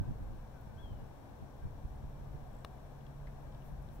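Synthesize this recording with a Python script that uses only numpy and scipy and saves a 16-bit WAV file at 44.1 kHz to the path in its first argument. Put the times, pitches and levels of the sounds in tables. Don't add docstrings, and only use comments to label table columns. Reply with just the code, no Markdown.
import sys
import numpy as np
from scipy import signal
from scipy.fft import rfft, irfft, next_fast_len
from scipy.io import wavfile
from scipy.ndimage import map_coordinates

SR = 44100
rng = np.random.default_rng(int(sys.argv[2]) if len(sys.argv) > 2 else 0)


def bounce(signal):
    frames = np.transpose(np.atleast_2d(signal))
    limited = np.clip(frames, -1, 1)
    pcm = np.round(limited * 32767).astype(np.int16)
    wavfile.write(sys.argv[1], SR, pcm)


N = 176400

# f/Hz, relative level/dB, t60/s
CLICK_MODES = [(640, -7.5, 0.0035), (1320, -3, 0.0029), (2850, -10.5, 0.009), (3640, -20, 0.016),
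               (3915, -7, 0.0059), (4290, -15, .006), (5225, -18.5, .009), (6000, -16, 0.0059),
               (9670, -14, 0.0048), (10300, -23, 0.0044), (12700, -19, .0038), (14900, -18, .003)]
# t/s, level/dB, half length/s, left over right/dB
WIND_PUFFS = [(-0.015, -26.5, 0.036, -2), (0.102, -34.5, 0.037, -2.5), (0.222, -40, 0.024, -1.5),
              (0.316, -44, 0.055, -2), (.69, -52, 0.055, 8), (0.923, -41, 0.028, 10),
              (1.027, -41, 0.018, 6.5), (1.433, -44, .025, 4), (1.654, -38, 0.022, 2),
              (1.852, -35, 0.0078, 0.5), (1.925, -48, .015, 2), (2.043, -40.5, 0.012, -1),
              (2.349, -43, 0.015, -6), (3.724, -43.5, 0.02, 8.5)]
# f/Hz, relative level/dB
PUFF_SPECTRUM = [(12, -13.5), (35, 3), (70, -5), (120, -0.5), (200, -9.5), (320, -21.5), (500, -31.5),
                 (1000, -45), (3000, -88)]
# f/Hz, left-right correlation
PUFF_CORRELATION = [(40, 0.23), (150, -0.44)]
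# t/s, level/dB
BREEZE_ENVELOPE = [(0, -46.5), (.36, -47), (.5, -52), (.95, -45), (1.15, -54.5), (1.52, -54.5),
                   (1.65, -46.5), (2.35, -46.5), (2.6, -53), (3.2, -50.5), (3.45, -48.5), (3.6, -50),
                   (3.74, -48), (4, -46.5)]
# f/Hz, relative level/dB
BREEZE_SPECTRUM = [(12, -11), (28, -1), (55, -4), (85, -8), (120, -11.5), (170, -18), (250, -26.5),
                   (400, -34.5), (900, -49), (3000, -83)]
# f/Hz, left-right correlation
BED_CORRELATION = [(40, 0.78), (130, 0.75), (260, 0.29), (500, 0.22), (1000, 0.44), (2000, -0.21),
                   (8000, 0.03)]
# t/s, f/Hz, relative level/dB
WHISTLE_CONTOUR = [(.77, 2990, -88), (.784, 3220, -72), (.797, 3380, -70.5), (.815, 3405, -73.5),
                   (.846, 3280, -67.5), (.885, 3170, -75), (.95, 2980, -84), (1.02, 2870, -85),
                   (1.06, 2820, -105)]
# t/s, level/dB, half length/s, f/Hz, slide/(Hz/s)
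FAR_CALLS = [(0.038, -71.5, 0.045, 1543, 94), (0.579, -69, 0.032, 1514, -2500),
             (0.779, -72, 0.071, 1567, 798), (1.632, -72, .025, 1560, 0)]
# t/s, level/dB, f/Hz, t60/s
FAINT_TICKS = [(0.611, -60, 14000, .02), (1.96, -74, 10000, .04), (2.094, -69, 13000, .02),
               (3.008, -66.5, 3000, .025), (3.066, -58, 3080, 0.02), (3.27, -59.5, 1880, 0.084),
               (3.27, -66.5, 3980, .03), (3.524, -64, 3380, 0.018), (3.548, -60, 2930, 0.018),
               (3.62, -68.5, 2770, .06), (3.888, -62, 3520, 0.014)]
# t/s, level/dB, half length/s, f/Hz, half width/octaves
AIRY_RUSTLES = [(3.675, -72, .04, 13500, .55), (3.826, -70, .004, 13000, .6), (3.95, -75, .03, 10000, .7),
                (3.95, -74, .025, 15200, .08)]
# t/s, f/Hz, level/dB
ENGINE_CONTOUR = [(0, 139, -61.5), (1.3, 139, -65.5), (1.65, 139, -60.5), (2.3, 140, -53.5),
                  (2.75, 140, -61), (3.2, 140, -52), (3.7, 141, -57), (4, 143, -55.5)]
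# f/Hz, level/dB, width/Hz
MACHINE_TONES = [(126, -61, 4), (214, -70, 6), (277, -74, 5), (744, -75, 8), (2352, -91, 12)]
# f/Hz, relative level/dB
TRAFFIC_SPECTRUM = [(40, 3), (130, 1), (200, 4.5), (360, -1), (600, 1), (880, -1.5), (1100, -6.5),
                    (1350, -13), (1600, -10.5), (1950, -18.5), (2600, -21.5), (5000, -35)]
# f/Hz, relative level/dB
HISS_SPECTRUM = [(1000, 8), (2500, -5), (3400, 7.5), (4200, 5.5), (4900, 0), (5750, 7.5), (6600, -4),
                 (7500, 1.5), (8500, -7.5), (9600, -1), (10900, -13), (11900, -2), (13000, -5.5),
                 (13700, -4), (15500, -6)]
# f/Hz, left over right/dB
HISS_BALANCE = [(2000, -0.5), (5000, 6), (8000, 11), (13000, 16.5)]


def putt(at_s=2.648, push_hz=960, turf_delay_s=.001724, turf_db=-4.8):
    t = np.arange(N) / SR - at_s
    spread = (np.pi * push_hz * t) ** 2
    push = (1 - 2 * spread) * np.exp(-spread)
    crack = amp(-3.5) * bump(at_s, half_s=.000024)
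    ring = sum(amp(db) * fade(t, t60) * np.sin(2 * np.pi * hz * t) for hz, db, t60 in CLICK_MODES)
    direct = amp(-36) * (push + crack + ring)
    click = filtered(direct, lambda hz: 1 + amp(turf_db) * np.exp(-2j * np.pi * hz * turf_delay_s))
    scatter = amp(-19) * echo(click, t60=.025)
    return pan(left_db=5.5) * (click + scatter)


def wind(flutter_db=1):
    level_db, = curves(BREEZE_ENVELOPE)
    rumble = amp(level_db + flutter_db * wobble(12)) * stereo_noise(BREEZE_SPECTRUM, BED_CORRELATION)
    puffs = sum(amp(db) * pan(left_db) * bump(s, half) for s, db, half, left_db in WIND_PUFFS)
    return rumble + puffs * stereo_noise(PUFF_SPECTRUM, PUFF_CORRELATION)


def bird_whistle(boost_db=3.5):
    hz, level_db = curves(WHISTLE_CONTOUR)
    t = np.arange(N) / SR
    gate = (t > WHISTLE_CONTOUR[0][0]) & (t < WHISTLE_CONTOUR[-1][0])
    whistle = gate * amp(level_db + boost_db) * tone(hz + 9 * wobble(150))
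    return pan(left_db=21) * (whistle + amp(-10) * echo(whistle, t60=.35))


def bird_calls():
    t = np.arange(N) / SR
    calls = sum(amp(db) * bump(s, half) * tone(hz + slide * (t - s) + 25 * wobble(120))
                for s, db, half, hz, slide in FAR_CALLS)
    return pan(left_db=6) * calls


def bird_trill(at_s=2.513, step_s=.0187):
    pips = sum(bump(at_s + k * step_s, half_s=.0025) for k in range(7))
    return pan(left_db=6) * amp(-74) * pips * band_noise(7650, octaves=.12)


def ticks():
    t = np.arange(N) / SR
    bursts = sum(amp(db) * fade(t - s, t60) * band_noise(hz, octaves=.25)
                 for s, db, hz, t60 in FAINT_TICKS)
    return pan(left_db=2.5) * bursts


def rustles():
    swells = sum(amp(db) * bump(s, half) * band_noise(hz, octaves)
                 for s, db, half, hz, octaves in AIRY_RUSTLES)
    return pan(left_db=9) * swells


def engines():
    t = np.arange(N) / SR
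    hum_hz, level_db = curves(ENGINE_CONTOUR)
    hum = amp(level_db + .5 * wobble(7)) * tone(hum_hz + .82 * wobble(8))
    drones = np.zeros(N)
    for hz, db, width in MACHINE_TONES:
        waver = wobble(width) + 1j * wobble(width)
        drones += amp(db) * unit(np.real(waver * np.exp(2j * np.pi * hz * t)))
    return pan(left_db=1.2) * hum + pan(left_db=5.5) * drones


def traffic(level_db=-56, swell_db=.5):
    swell = amp(level_db + swell_db * wobble(3.234))
    return pan(left_db=4.5) * swell * stereo_noise(TRAFFIC_SPECTRUM, BED_CORRELATION)


def hiss(level_db=-73.5):
    noise = stereo_noise(HISS_SPECTRUM, BED_CORRELATION)
    leaning = filtered(noise, lambda hz: amp(np.outer([.5, -.5], along(HISS_BALANCE, hz))))
    return amp(level_db) * unit(leaning)


def amp(db):
    return 10 ** (np.asarray(db) / 20)


def unit(x):
    return x / np.sqrt(np.mean(x ** 2) + 1e-20)


def pan(left_db):
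    return unit(amp(np.array([[left_db], [-left_db]]) / 2))


def along(points, hz):
    point_hz, values = np.transpose(points)
    return np.interp(np.log(hz + 1), np.log(point_hz + 1), values)


def curves(rows):
    times, *columns = np.transpose(rows)
    return [np.interp(np.arange(N) / SR, times, column) for column in columns]


def wobble(rate):
    knots = rng.standard_normal(N // 100)
    return map_coordinates(knots, [np.arange(N) * rate / SR + 2], mode="mirror")


def bump(centre_s, half_s):
    return np.exp(-((np.arange(N) / SR - centre_s) / half_s) ** 2)


def fade(t, t60):
    return (t >= 0) * np.exp(-np.log(1000) * np.abs(t) / t60)


def tone(hz):
    return unit(np.sin(2 * np.pi * np.cumsum(hz) / SR))


def filtered(x, response):
    size = next_fast_len(N + SR // 2)
    return irfft(rfft(x, size) * response(np.fft.rfftfreq(size, 1 / SR)), size)[..., :N]


def stereo_noise(spectrum, correlation):
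    def mid_side_gains(hz):
        angle = np.arccos(np.clip(along(correlation, hz), -1, 1)) / 2
        return amp(along(spectrum, hz)) * [np.cos(angle), np.sin(angle)]
    mid, side = filtered(rng.standard_normal((2, N)), mid_side_gains)
    return unit(np.array([mid + side, mid - side]))


def band_noise(centre_hz, octaves):
    white = rng.standard_normal((2, N))
    return unit(filtered(white, lambda hz: 1 / (1 + (np.log2((hz + 1) / centre_hz) / octaves) ** 2)))


def echo(x, t60):
    tail = rng.standard_normal((2, SR // 2)) * fade(np.arange(SR // 2) / SR, t60)
    return signal.fftconvolve(x[None], tail / np.linalg.norm(tail[0]), axes=1)[:, :N]


def scene():
    foreground = putt() + wind()
    bed = traffic() + hiss() + engines()
    birds = bird_whistle() + bird_calls() + bird_trill()
    return foreground + bed + birds + ticks() + rustles()


def record(dry):
    return filtered(dry, lambda hz: hz < 15750)


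dry = scene()
out = record(dry)
bounce(out)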